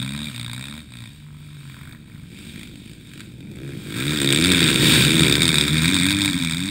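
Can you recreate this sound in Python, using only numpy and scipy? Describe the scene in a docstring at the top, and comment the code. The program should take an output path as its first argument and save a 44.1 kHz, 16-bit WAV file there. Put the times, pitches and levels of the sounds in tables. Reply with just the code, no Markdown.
"""Beside a dirt track: single-cylinder four-stroke motocross bikes race past a microphone in a plastic
housing. One bike leaves, the pack drones far off, then three jump in, work the throttle and pull away.
Each firing gives a low thump, a bark in the pipe and a sharp burst of gas that rings the housing.
Thrown soil patters, earth banks echo, and knocks and gusts of air hit the housing."""
import sys
import numpy as np
from scipy import signal
from scipy.io import wavfile
from scipy.ndimage import map_coordinates

SR = 44100
rng = np.random.default_rng(int(sys.argv[2]) if len(sys.argv) > 2 else 0)


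def waveform_to_disk(signal):
    """Save audio, clipped to [-1, 1], as 16-bit WAV at the path in sys.argv[1]."""
    frames = np.transpose(np.atleast_2d(signal))
    scaled = np.clip(frames, -1, 1) * 32767
    samples = np.round(scaled).astype(np.int16)
    wavfile.write(sys.argv[1], SR, samples)


N = 295470
TIME_S = np.arange(N) / SR
BINS_HZ = np.fft.rfftfreq(8192, 1 / SR)

# pass-by per bike: closest_s, distance_over_speed_s
PASSES = {"leaving": (-0.87, 0.57), "far": (1.78, 1.3), "behind jump": (3.0, 2.7), "lead": (4.23, 0.33),
          "second": (4.894, 0.52), "third": (5.2, 0.46)}
# spectrum of a distant exhaust: freq_hz, gain_db
DRONE = [(25, -26), (70, -12.5), (140, 2), (210, -1), (290, -5.5), (400, -19.5), (600, -32.5), (900, -33),
         (2500, -96)]
# air path from behind the jump: freq_hz, gain_db
JUMP_AIR = [(500, 10), (1300, -2), (2400, 1), (3000, 6), (3700, -3), (4300, -0.5), (6000, -1), (9000, -1.5),
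            (12000, 6), (15000, 2)]


def bike(name, revs, air, thump_spectrum, uneven_db, shock_gain):
    """Each firing thumps, barks in the pipe and cracks; combustion varies from cycle to cycle."""
    # unusually hard firings: time_s, extra_crack_db, bike
    hard_firings = [(.026, 6, "leaving"), (0.361, 2.5, "leaving"), (.396, 4, "leaving"),
                    (.532, 7.5, "leaving"), (3.205, 11.5, "behind jump"), (4.325, 6, "lead"),
                    (4.44, 3, "lead"), (4.517, 6.5, "lead"), (5.049, 7, "second"), (5.324, 8.5, "third"),
                    (5.419, 8, "third"), (5.431, 4.5, "third"), (5.479, 6, "third"), (5.583, 6.5, "third"),
                    (5.61, 6, "third"), (5.68, 4, "third"), (5.833, 0.5, "third"), (5.952, 3.5, "third"),
                    (6.116, 3, "third"), (6.51, 3, "third")]
    # spectra of pipe, pressure front and silencer: freq_hz, gain_db
    pipe_spectrum = [(150, -25.5), (280, -7.5), (330, 12), (400, 3.5), (460, 1), (570, -7), (780, -21.5),
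                     (1100, -31), (2500, -30.5)]
    front_spectrum = [(250, -45), (430, -28), (590, -6.5), (800, -22.5), (1000, -5.5), (1200, -15),
                      (1550, -10), (1950, -6.5), (2350, 6.5), (2900, -22), (3600, 14.5), (4200, -22.5),
                      (8000, -34.5)]
    silencer_spectrum = [(500, -3.5), (2400, 8), (3500, -17), (7000, -11.5)]
    jitter_s, front_delay_s, fade_s = 0.00006, 0.000617, 0.06

    firing_hz, = curves(revs)
    at = firing_samples(firing_hz)
    size = 1 / np.sqrt(firing_hz[at.astype(int)])
    burn, swirl, jet, late = rng.standard_normal((1024, 4))[:len(at)].T
    at = at + jitter_s * SR * late
    blast_at = at.copy()
    blast_db = uneven_db * np.clip(0.6 * burn + 0.8 * jet, -2, 1.4)
    for time_s, extra_db, who in hard_firings:
        if who == name:
            nearest = np.argmin(abs(at / SR - time_s))
            blast_at[nearest], blast_db[nearest] = time_s * SR, extra_db
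    blast = size * amp(blast_db)

    thump = colour(pulses(at, size * amp(-0.76 * burn)), shape(thump_spectrum))
    bark = colour(pulses(at, size * amp(2.5 * swirl)), shape(pipe_spectrum))
    # a steep pressure front on each burst gives the rasp its pitch
    front = pulses(at + front_delay_s * SR, np.sqrt(size * blast))
    front = colour(front, shape(front_spectrum) * shape(air))
    path = housing() * shape(air)
    burst = colour(gas_bursts(blast_at, blast, linger_db=-17.5), path)
    ring = colour(gas_bursts(at, size, linger_db=16, linger_s=0.0016), path * shape(silencer_spectrum))
    crack = shock_gain * unit_rms(front) + unit_rms(burst) + amp(-6) * unit_rms(ring)
    _, aspect = pass_by(name)
    crack = rider_shadow(unit_rms(crack), aspect)

    thump_gain, bark_gain, crack_gain = exhaust_gains(name, firing_hz)
    running = gate(revs[0][0], revs[-1][0], fade_s, fade_s)
    return running * (thump_gain * unit_rms(thump) + bark_gain * unit_rms(bark) + crack_gain * crack)


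def firing_samples(firing_hz):
    """Fractional sample positions at which the engine completes a cycle."""
    cycles = np.cumsum(firing_hz) / SR
    return np.interp(np.arange(int(cycles[-1]) + 1), cycles, np.arange(N))


def gas_bursts(at, size, linger_db=-17, linger_s=0.0045, rise_s=0.0004, fall_s=0.0006):
    """Turbulent bursts: the exhaust valve opens, gas jets out and dies away."""
    t = TIME_S[:SR // 30]
    decay = np.exp(-t / fall_s) + amp(linger_db) ** 2 * np.exp(-t / linger_s)
    burst_power = (1 - np.exp(-t / rise_s)) ** 2 * decay
    power = signal.oaconvolve(pulses(at, size ** 2), burst_power)[:N]
    return np.sqrt(abs(power)) * rng.standard_normal(N)


def exhaust_gains(name, firing_hz, opening_s=0.028, closing_s=0.061, mid_revs_hz=70):
    """Gains of thump, bark and crack from throttle, revs, distance and the way the silencer points."""
    # throttle twists, levels at closest point and mid revs:
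    # open_s, shut_s, thump_db, bark_db, crack_db, bike
    throttle = [(0.0, 0.286, -26, -55, -34, "leaving"), (0.35, 0.69, -29.5, -67, -33, "leaving"),
                (0.681, 0.79, -28, -46, -37, "leaving"), (0.926, 1.06, -32.5, -46, -37.5, "leaving"),
                (1.187, 1.66, -35, -74, -51, "far"), (1.686, 1.935, -36.5, -59, -43.5, "far"),
                (2.073, 2.235, -37, -69, -53, "far"), (2.306, 2.45, -46.5, -50.5, -45.5, "behind jump"),
                (2.556, 2.62, -36, -48.5, -34, "behind jump"),
                (3.12, 3.216, -39, -47, -41.5, "behind jump"), (3.404, 3.556, -43, -47, -46, "behind jump"),
                (3.564, 3.737, -31, -30, -30.5, "lead"), (3.91, 4.173, -24, -33, -24, "lead"),
                (4.208, 4.702, -23, -27, -23.5, "lead"), (4.826, 5.041, -21, -18.5, -23, "lead"),
                (4.515, 4.759, -26, -26, -18, "second"), (4.821, 5.3, -25.5, -33, -24, "second"),
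                (5.55, 6.07, -24.5, -31.5, -30, "second"), (6.304, 6.422, -23, -42, -40, "second"),
                (4.818, 4.98, -21.5, -26.5, -36, "third"), (5.188, 5.357, -25.5, -25, -21.5, "third"),
                (5.368, 5.687, -27, -29.5, -23.5, "third"), (5.73, 5.963, -23, -32.5, -24, "third"),
                (5.987, 6.298, -21, -37, -22.5, "third"), (6.324, 6.542, -24, -45, -24.5, "third"),
                (6.566, 6.7, -23.5, -35, -28, "third")]
    # response of each part: shut_db, revs_db_per_octave, behind_db, distance_exponent
    thump_law = (-9, 8.5, 3.5, 1.0)
    bark_law = (-3.5, 2.5, 1, 1.8)
    crack_law = (-13, 5, 6, 1.0)

    twists = np.array([row[:-1] for row in throttle if row[-1] == name])
    spans_s, levels_db = twists[:, :2], twists[:, 2:]
    opened = np.max([gate(on_s, off_s, opening_s, closing_s) for on_s, off_s in spans_s], axis=0)
    octaves = np.log2(firing_hz / mid_revs_hz)
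    distance, aspect = pass_by(name)
    gains = []
    for twist_db, law in zip(levels_db.T, (thump_law, bark_law, crack_law)):
        shut_db, octave_db, behind_db, exponent = law
        level_db = np.interp(TIME_S, spans_s.ravel(), np.repeat(twist_db, 2))
        level_db += shut_db * (1 - opened) + octave_db * octaves + behind_db * aspect
        gains.append(amp(level_db) / distance ** exponent)
    return gains


def pass_by(name):
    """Distance as a multiple of the closest one; aspect from -1 (coming) to 1 (going)."""
    closest_s, passing_s = PASSES[name]
    along = (TIME_S - closest_s) / passing_s
    distance = np.hypot(1, along)
    return distance, along / distance


def rider_shadow(x, aspect, cutoff_hz=2560, head_on_db=-17.5):
    """Bike and rider hide the exhaust's treble while they approach."""
    dull = signal.sosfiltfilt(signal.butter(4, cutoff_hz, fs=SR, output="sos"), x)
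    return dull + (x - dull) * amp(head_on_db * np.minimum(aspect, 0) ** 2)


def housing():
    """Gain per bin: the plastic box around the microphone, plus faint high-treble peaks."""
    # box resonances, plus faint narrow peaks in the high treble: freq_hz, width_hz, gain_db
    peaks = [(1034, 256, -17), (1369, 280, -10), (1594, 240, -7), (1864, 180, -9), (2365, 510, -4.5),
             (3440, 510, -5.5), (3722, 360, 1.5), (4550, 630, -9.5), (5180, 890, -15), (6630, 530, -17.5),
             (7340, 770, -13.5), (8344, 557, -5.5), (9620, 420, -12.5), (10350, 510, -22),
             (11750, 135, -23.5), (12293, 100, -28), (14100, 400, -23), (13880, 530, -18),
             (15700, 400, -16.5)]
    power = sum(amp(db) ** 2 / (1 + (2 * (BINS_HZ - hz) / width_hz) ** 2) ** 2
                for hz, width_hz, db in peaks)
    return np.sqrt(power)


def drone_and_rasp(engines=4, firing_hz=62, swing=0.2, blips_per_s=4, waver_db=3, wavers_per_s=7):
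    """Far engines rev up and down; a smeared rasp swells as the close bikes pass."""
    # far engines droning, then the smeared rasp of the three close bikes: time_s, drone_db, rasp_db
    levels = [(0, -39, -42), (1.2, -46.5, -53.5), (2.0, -42.5, -50.5), (2.65, -37.5, -45.5),
              (3.05, -41.5, -49), (3.4, -37.5, -51.5), (3.8, -32.5, -43.5), (4.4, -27.5, -35),
              (4.95, -20.5, -19.5), (5.6, -27.5, -52), (6.7, -33, -37.5)]
    revs_hz = [firing_hz * np.exp(swing * wander(blips_per_s)) for _ in range(engines)]
    at = np.concatenate([firing_samples(hz) for hz in revs_hz])
    size = amp(0.8 * rng.standard_normal(len(at)))
    drone = colour(pulses(at, size), shape(DRONE))
    smeared = unit_rms(gas_bursts(at, size)) + rng.standard_normal(N)
    rasp = colour(smeared, housing() * shape(JUMP_AIR))
    drone_db, rasp_db = curves(levels)
    rasp_db += waver_db * wander(wavers_per_s)
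    return amp(drone_db) * unit_rms(drone) + amp(rasp_db) * unit_rms(rasp)


def soil_spray(level_db=-31, grains_per_s=2500, spread_db=3.5, lead_s=0.21, rise_s=0.087, fall_s=1):
    """Crumbs of earth patter down behind the wheels of the three passing bikes."""
    # spectrum of falling soil: freq_hz, gain_db
    soil_spectrum = [(500, -3), (1500, 10), (3600, 1), (6000, 3), (9000, 3), (15000, 9.5)]
    grains = (rng.random(N) < grains_per_s / SR) * rng.standard_normal(N)
    grains *= amp(spread_db * np.minimum(rng.exponential(1, N), 4))
    patter = unit_rms(colour(grains, housing() * shape(soil_spectrum)))
    since_s = np.array([TIME_S - PASSES[name][0] + lead_s for name in ("lead", "second", "third")])
    sprays = np.exp(np.minimum(since_s / rise_s, -since_s / fall_s))
    return amp(level_db) * np.linalg.norm(sprays, axis=0) * patter


def handling(knock_peak_db=-32, rumble_db=-50.5, gust_db=2, gusts_per_s=7.7):
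    """Small knocks and gusts of air on the housing as it is swung round."""
    # knocks on the box: time_s, relative_db
    hits = [(1.924, -29), (3.3194, -34), (3.3967, -50)]
    # spectrum of buffeting air: freq_hz, gain_db
    buffet_spectrum = [(20, -3), (45, 10), (80, 18), (200, -22), (1000, -80)]
    hit_s, hit_db = np.transpose(hits)
    knocks = colour(gas_bursts(hit_s * SR, amp(hit_db)), housing())
    buffet = unit_rms(colour(rng.standard_normal(N), shape(buffet_spectrum)))
    buffet *= amp(rumble_db + gust_db * wander(gusts_per_s))
    return amp(knock_peak_db) * knocks / abs(knocks).max() + buffet


def ground_bounce(x, bounce_gain=0.13):
    """Sound skimming off the ground arrives late and combs the direct sound."""
    # reflection lag as the microphone swings: time_s, delay_s
    lags = [(0, 0.002), (1.9, 0.0005), (2.3, 0.00042), (2.8, 0.00024), (3.2, 0.000736), (3.6, 0.00088),
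            (4.2, 0.0011)]
    delay_s, = curves(lags)
    reflected = np.interp(TIME_S - delay_s, TIME_S, x)
    return (x + bounce_gain * reflected) / np.sqrt(1 + bounce_gain ** 2)


def bank_echoes(x, t60_s, density=0.05, predelay_s=0.004):
    """Scattered echoes from earth banks and tyre walls."""
    t = TIME_S[:SR // 2]
    taps = rng.standard_normal(len(t)) * (rng.random(len(t)) < density)
    taps *= amp(-60 * t / t60_s) * (t > predelay_s)
    return signal.oaconvolve(x, taps / np.linalg.norm(taps))[:N]


def amp(db):
    """Decibels to gain."""
    return 10 ** (np.asarray(db) / 20)


def unit_rms(x):
    """Scales to an rms of one."""
    return x / np.sqrt(np.mean(x ** 2) + 1e-20)


def gate(on_s, off_s, rise_s, fall_s):
    """One from on_s to off_s, with linear ramps outside."""
    return np.clip(np.minimum((TIME_S - on_s) / rise_s, (off_s - TIME_S) / fall_s) + 1, 0, 1)


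def curves(rows):
    """Columns of a timed table at every sample."""
    time_s, *columns = np.transpose(rows)
    return [np.interp(TIME_S, time_s, column) for column in columns]


def shape(points):
    """Gain per bin from a short spectrum."""
    hz, db = np.transpose(points)
    return amp(np.interp(np.log(BINS_HZ + 1), np.log(hz), db))


def colour(x, gain):
    """Minimum-phase filter: rings after a pulse, never before."""
    log_gain = np.log(np.maximum(gain, 1e-5))
    mirrored = np.r_[log_gain, log_gain[-2:0:-1]]
    response = np.exp(np.conj(signal.hilbert(mirrored)))
    taps = np.fft.ifft(response).real[:len(BINS_HZ)]
    return signal.oaconvolve(np.float32(x), np.float32(taps))[:N]


def wander(per_s):
    """Smooth random curve of about unit size."""
    knots = rng.standard_normal(4096)
    t = TIME_S[::64]
    return np.interp(TIME_S, t, map_coordinates(knots, [t * per_s], order=2, mode="wrap"))


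def pulses(at, size):
    """One click per position, shared between neighbouring samples."""
    whole = np.clip(at.astype(int), 0, N - 2)
    fraction = at % 1
    return np.bincount(whole, size * (1 - fraction), N) + np.bincount(whole + 1, size * fraction, N)


def scene():
    """All bikes on the open track, the same in both channels."""
    # engine speed per bike: time_s, firing_hz
    leaving_revs = [(0.0, 63.12), (0.252, 77.2), (0.336, 60.02), (0.508, 58.98), (0.61, 65.3),
                    (0.784, 78.25), (0.806, 77), (0.892, 62.72), (1.15, 52.97)]
    lead_revs = [(3.501, 56.25), (3.701, 71.4), (3.862, 44.72), (4.081, 74.28), (4.138, 76.52),
                 (4.22, 68.04), (4.32, 68.55), (4.48, 92.76), (4.7, 77.48), (5.101, 80.1)]
    second_revs = [(4.4, 49.18), (4.56, 69.05), (4.67, 75.8), (4.841, 52.96), (4.939, 53.05),
                   (5.141, 84.34), (5.269, 62.02), (5.42, 60.69), (5.58, 74.57), (5.7, 72.85), (5.92, 87),
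                   (6.0, 70.96), (6.231, 63.78), (6.371, 92.1), (6.65, 62.83)]
    third_revs = [(4.781, 54), (4.92, 66.03), (5.0, 60.06), (5.12, 79.74), (5.21, 82.95), (5.33, 68.41),
                  (5.44, 85.44), (5.56, 73.09), (5.67, 73.4), (5.731, 79.1), (5.82, 78.38), (5.93, 97.9),
                  (5.99, 85.68), (6.1, 98.83), (6.26, 99.57), (6.36, 86.8), (6.51, 79.7), (6.7, 101.7)]
    far_revs = [(1.1, 49), (1.5, 49.86), (1.77, 42.6), (1.918, 54.97), (2.25, 49)]
    jump_revs = [(2.328, 69.07), (2.44, 76.34), (2.65, 47.06), (2.969, 53.1), (3.12, 45.2), (3.22, 55.13),
                 (3.299, 44.15), (3.549, 46.9)]
    # air paths by direction: freq_hz, gain_db
    rear_air = [(500, 14.5), (1000, 7), (1500, -1.5), (2400, 0.5), (3000, -0.5), (3700, 2), (6000, -6),
                (8500, 1), (15000, 0.5)]
    close_air = [(500, -2.2), (1500, -1.3), (2400, -1.1), (2900, 5.5), (3600, 0.2), (6000, 0.7),
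                 (9000, 0.6), (15000, -1.5)]
    side_air = [(500, 4.5), (750, 4.5), (1000, 2.5), (1500, -2), (2300, 2), (2900, -1), (3600, 1.5),
                (6000, 1.5), (9000, 2), (15000, 1)]
    far_air = [(500, 17.5), (1000, 17.5), (1500, 10.5), (2400, 6.5), (3000, -15), (3700, -8), (6000, -8),
               (9000, -0.5), (15000, 11)]
    # exhaust thump spectra by direction: freq_hz, gain_db
    rear_thump = [(25, -50), (60, -10), (120, 14.5), (160, -0.5), (215, 7.5), (255, 4.5), (305, -6),
                  (340, -50), (460, -28), (600, -19.5), (1500, -66)]
    close_thump = [(25, -60), (55, -30), (85, -3), (125, 7), (165, 3.5), (215, -1), (275, 5), (330, -3),
                   (385, -33.5), (700, -42), (1500, -42.5)]
    side_thump = [(25, -56), (55, -5), (85, -0.5), (125, -3.5), (165, 9), (210, -4), (275, 7.5), (315, 1),
                  (365, -29.5), (700, -55), (1500, -82)]
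    far_thump = [(25, -24), (50, -21), (100, -7), (140, 8), (200, -25), (290, -25), (370, -30), (600, -35),
                 (1500, -61)]

    near = bike("leaving", leaving_revs, rear_air, rear_thump, uneven_db=0.3, shock_gain=0.21)
    near += bike("lead", lead_revs, close_air, close_thump, uneven_db=2, shock_gain=0.5)
    near += bike("second", second_revs, close_air, close_thump, uneven_db=-1, shock_gain=0.39)
    near += bike("third", third_revs, side_air, side_thump, uneven_db=4, shock_gain=0.5)
    far = bike("far", far_revs, far_air, far_thump, uneven_db=-0.5, shock_gain=0.25)
    far += bike("behind jump", jump_revs, JUMP_AIR, DRONE, uneven_db=8, shock_gain=0.22)
    echoes = amp(-23) * bank_echoes(near, t60_s=0.25) + amp(-11) * bank_echoes(far, t60_s=0.45)
    combed = amp(-2) * ground_bounce(far + drone_and_rasp())
    return np.tile(near + combed + echoes + soil_spray() + handling(), (2, 1))


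def record(dry):
    """Hard limit at full scale, then a low-pass."""
    cutoff_hz = 15700
    lowpass = signal.firwin(511, cutoff_hz, window=("kaiser", 9), fs=SR)
    return signal.oaconvolve(np.clip(dry, -1, 1), lowpass[None], "same")


dry = scene()
out = record(dry)
waveform_to_disk(out)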